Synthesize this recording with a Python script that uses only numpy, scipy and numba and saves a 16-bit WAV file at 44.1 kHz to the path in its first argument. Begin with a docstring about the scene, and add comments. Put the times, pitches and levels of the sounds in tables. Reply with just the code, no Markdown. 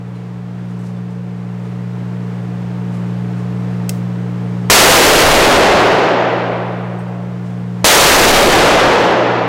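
"""Ventilation hums and rushes in the booth of an indoor range, heard through one microphone by the shooter.
Close by, hands and shirt brush the rifle, small metal parts tick, and the safety snaps off.
Two shots follow, about three seconds apart. Each blast fills the concrete hall and overloads the
microphone for over a second; the recorder's gain control ducks and then creeps back up."""
import sys
import numpy as np
from scipy import signal
from scipy.fft import rfft, irfft, next_fast_len
from scipy.io import wavfile
from scipy.ndimage import map_coordinates
from numba import njit

SR = 44100
rng = np.random.default_rng(int(sys.argv[2]) if len(sys.argv) > 2 else 0)


def dump_mix(stems):
    """Bounce the given channels to the path in sys.argv[1] as a 16-bit WAV at rate SR."""
    frames = np.atleast_2d(stems).T  # one column per channel
    limited = np.clip(frames, -1, 1)  # hard clip at full scale
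    pcm = np.round(limited * 32767).astype(np.int16)
    wavfile.write(sys.argv[1], SR, pcm)


N = 418068
TIME = np.arange(N) / SR

# Fan motor and blade tones in the booth. Each row: frequency in Hz, rms level at the microphone in dB.
FAN_TONES = [(120, -22.5), (178.7, -22), (240.3, -46), (298.8, -41), (419.9, -45.5), (445.8, -40),
             (479.5, -51), (559.9, -47), (720, -47.5), (840, -55.5), (893, -52.5)]
# Air rushing through the ducts. Each row: frequency in Hz, relative spectral level in dB.
DUCT_SPECTRUM = [(25, -11), (70, -7), (150, -2), (230, -2), (420, -3), (600, -7), (1000, -9), (2000, -16),
                 (4000, -26.5), (8500, -35), (11000, -44), (15500, -45)]
# Hands and shirt brushing the rifle. Each row: time of the peak in seconds, level in dB.
BRUSHES = [(.17, -55), (.70, -53), (.81, -50), (.86, -47), (1.11, -55), (1.654, -54), (2.945, -50),
           (3.39, -56), (7.468, -52)]
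# Light metal ticks on the rifle. Each row: start in seconds, level in dB, pitch in Hz.
TICKS = [(.155, -45, 4050), (.79, -47, 7800), (.964, -44, 3500), (6.988, -45, 8250)]
# The safety lever leaves one detent and drops into the next. Each row: start in seconds, level in dB.
SAFETY_CONTACTS = [(3.8934, -9.5), (3.897, -24), (3.9012, -32)]
# The steel receiver ringing. Each row: frequency in Hz, relative level in dB, 60 dB decay in seconds.
RECEIVER_MODES = [(2080, -7, .055), (2640, -9, .045), (4011, -14, .06), (4800, -9, 0.062), (5400, -2, .045),
                  (6250, -5, .04), (7900, -6, .04), (9071, -14, .05), (9700, -13, .035), (14320, -10, .04)]
# The lever's dry metal snap. Each row: frequency in Hz, relative spectral level in dB.
SNAP_SPECTRUM = [(1200, -42), (2000, -5), (3500, -7), (5500, -1.5), (8000, -3), (11000, -9.5), (15000, -8)]
# Shots fired from the booth. Each row: start in seconds, blast level in dB, air surge level in dB.
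SHOTS = [(4.6994, 35.5, 11), (7.8439, 33.5, 10.5)]
# The blast as it fills the hall. Each row: frequency in Hz, relative spectral level in dB.
BLAST_SPECTRUM = [(30, -10), (120, -2), (220, -4.5), (330, 1.1), (550, 3), (800, 0.9), (1100, -2.5),
                  (1600, -3.5), (3500, -6.5), (7000, -9), (15000, -27)]
# Reverberation of the concrete hall. Each row: frequency in Hz, 60 dB decay in seconds.
HALL_DECAY = [(60, 1.45), (250, 2.35), (600, 2.485), (1400, 2.28), (2800, 1.963), (5000, 1.577),
              (8000, 1.265), (15000, 0.42)]
# The tone of the microphone. Each row: frequency in Hz, gain in dB.
MIC_RESPONSE = [(100, 0.66), (1000, -1), (4000, -1.8), (8000, -2.7), (12000, -2), (15500, -3.5)]


def amp(db):
    """Decibels to gain."""
    return 10 ** (np.asarray(db) / 20)


def unit(x):
    """Scale to rms 1."""
    return x / np.sqrt(np.mean(x ** 2) + 1e-20)


def along(points, hz):
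    """Read (Hz, value) points on a log frequency axis."""
    freqs, values = np.transpose(points)
    return np.interp(np.log(hz + 1), np.log(freqs + 1), values)


def filtered(x, response):
    """Filter x by a gain given as a function of Hz."""
    size = next_fast_len(len(x) + SR // 2)
    hz = np.fft.rfftfreq(size, 1 / SR)
    return irfft(rfft(x, size) * response(hz), size)[:len(x)]


def noise(spectrum, size):
    """Noise of rms 1 with a (Hz, dB) spectrum."""
    return unit(filtered(rng.standard_normal(size), lambda hz: amp(along(spectrum, hz))))


def band(centre_hz, octaves, size):
    """Noise of rms 1 in a bell around one frequency."""
    bell = lambda hz: np.exp(-.5 * (np.log2((hz + 1) / centre_hz) / octaves) ** 2)
    return unit(filtered(rng.standard_normal(size), bell))


def wobble(per_s):
    """A smooth random curve through per_s knots a second."""
    knots = rng.standard_normal(int(N * per_s / SR) + 4)
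    return map_coordinates(knots, [TIME * per_s])


def add(track, start_s, sound):
    """Mix a sound into the track from start_s on."""
    start = max(round(start_s * SR), 0)
    track[start:start + len(sound)] += sound[:N - start]


def ventilation(rush_db=-32, waver_db=0.66, drift=0.027):
    """The room tone of the booth: faintly wavering fan tones over the rush of the ducts."""
    hum = np.zeros(N)
    for hz, db in FAN_TONES:
        peak = np.sqrt(2) * amp(db + waver_db * wobble(2.3))
        cycles = hz * TIME + rng.random()
        cycles += drift * hz / FAN_TONES[0][0] * wobble(4.5)  # higher tones drift further
        hum += peak * np.sin(2 * np.pi * cycles)
    rush = amp(rush_db + 0.45 * wobble(6.5)) * noise(DUCT_SPECTRUM, size=N)
    return hum + rush


def handling(rise_s=0.025, grain_db=2.3):
    """Skin and cloth rub the rifle near the microphone: soft grainy swishes as the grip shifts."""
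    out, t = np.zeros(N), TIME[:SR // 2]
    stroke = t / rise_s * np.exp(1 - t / rise_s)  # swells quickly, fades slowly
    for peak_s, db in BRUSHES:
        friction = band(centre_hz=5700, octaves=0.64, size=len(t))
        add(out, peak_s - rise_s, amp(db) * stroke * friction)
    return out * amp(grain_db * wobble(250))


def metal_ticks(t60_s=0.15, rasp_db=-5):
    """Small parts of the rifle touch and ring faintly, all equally briefly."""
    out, t = np.zeros(N), TIME[:SR // 2]
    for start_s, db, hz in TICKS:
        ring = np.sin(2 * np.pi * hz * t)
        rasp = amp(rasp_db) * band(hz, octaves=0.6, size=len(t))
        add(out, start_s, amp(db - 60 * t / t60_s) * (ring + rasp))
    return out


def safety_lever(snap_t60_s=0.013, ring_db=-8, booth_db=-27, booth_t60_s=0.35):
    """Each contact of the lever snaps and rings the receiver; the booth answers briefly."""
    out, t = np.zeros(N), TIME[:SR // 2]
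    fade = lambda t60_s: amp(-60 * t / t60_s)
    for start_s, db in SAFETY_CONTACTS:
        ring = sum(amp(mode_db + rng.normal(0, 2)) * fade(t60_s) * np.sin(2 * np.pi * hz * t)
                   for hz, mode_db, t60_s in RECEIVER_MODES)
        snap = noise(SNAP_SPECTRUM, size=len(t)) * (fade(snap_t60_s) + amp(booth_db) * fade(booth_t60_s))
        add(out, start_s, amp(db) * (snap + amp(ring_db) * ring))
    return out


def hall(x, build_cycles=70, build_depth=0.7):
    """Low notes take longer to build up in the concrete hall; air eats the treble first."""
    hz, t, spectra = signal.stft(x, SR, nperseg=1024)
    bloom = 1 - build_depth * np.exp(-t * hz[:, None] / build_cycles)
    decay = amp(-60 * t / along(HALL_DECAY, hz)[:, None])
    return signal.istft(spectra * bloom * decay, SR, nperseg=1024)[1][:len(x)]


def rifle_shots(front_db=10, front_s=0.00039, surge_peak_s=0.41, surge_width_s=0.26):
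    """Each shot, from close by: a shock front, the hall's roar, and a slow surge of air along the lanes."""
    out, t = np.zeros(N), TIME[:3 * SR]
    front = amp(front_db) * (1 - t / front_s) * np.exp(-t / front_s)  # overpressure, then suction
    swell = np.exp(-.5 * ((t - surge_peak_s) / surge_width_s) ** 2)
    for start_s, blast_db, surge_db in SHOTS:
        roar = hall(noise(BLAST_SPECTRUM, size=len(t)))
        surge = swell * band(centre_hz=6.9, octaves=1.38, size=len(t))
        add(out, start_s, amp(blast_db) * (front + roar) + amp(surge_db) * surge)
    return out


def overload(x, rail=1.656):
    """The microphone hits its rails and flattens the wave; the last peaks to touch them crackle."""
    oversampled = signal.resample_poly(x, 4, 1)
    return signal.resample_poly(np.clip(oversampled, -rail, rail), 1, 4)


def level(x, window_s=0.0016):
    """Running rms level in dB."""
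    keep = np.exp(-1 / (window_s * SR))
    power = signal.lfilter([1 - keep], [1, -keep], x ** 2)
    return 10 * np.log10(power + 1e-12)


@njit
def gain_control(level_db, ceiling_db, start_db, attack_s, recovery_db_per_s):
    """The recorder's gain in dB: it ducks when the level passes the ceiling, then climbs back to 0."""
    out, gain_db = np.empty(len(level_db)), start_db
    for i in range(len(level_db)):
        excess_db = max(level_db[i] + gain_db - ceiling_db, 0.)
        gain_db = min(gain_db + recovery_db_per_s / SR - excess_db / (attack_s * SR), 0.)
        out[i] = gain_db
    return out


def scene():
    """The sound at the microphone's place in the booth, the same in both channels."""
    booth = rifle_shots() + ventilation() + safety_lever() + handling() + metal_ticks()
    return np.tile(booth, (2, 1))


def record(dry, compressor_share=0.57, low_cut_hz=25, top_hz=15850):
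    """Microphone and recorder: overload, slow gain control, fast compressor, bass cut, clipping, tone."""
    x = overload(dry[0])
    slow_db = gain_control(level(x), ceiling_db=-3.5, start_db=-6.5, attack_s=0.23, recovery_db_per_s=1.83)
    x = x * amp(slow_db)
    fast_db = gain_control(level(x), ceiling_db=-10, start_db=0, attack_s=0.00067, recovery_db_per_s=30.5)
    x = x * amp(compressor_share * fast_db)
    x = signal.lfilter(*signal.butter(1, low_cut_hz, "high", fs=SR), x)  # the flat tops sag and wander
    x = np.clip(x, -1, 1)
    steep_low_pass = lambda hz: 1 / np.sqrt(1 + (hz / top_hz) ** 240)
    x = filtered(x, lambda hz: amp(along(MIC_RESPONSE, hz)) * steep_low_pass(hz))
    return np.tile(x, (2, 1))


dry = scene()
out = record(dry)
dump_mix(out)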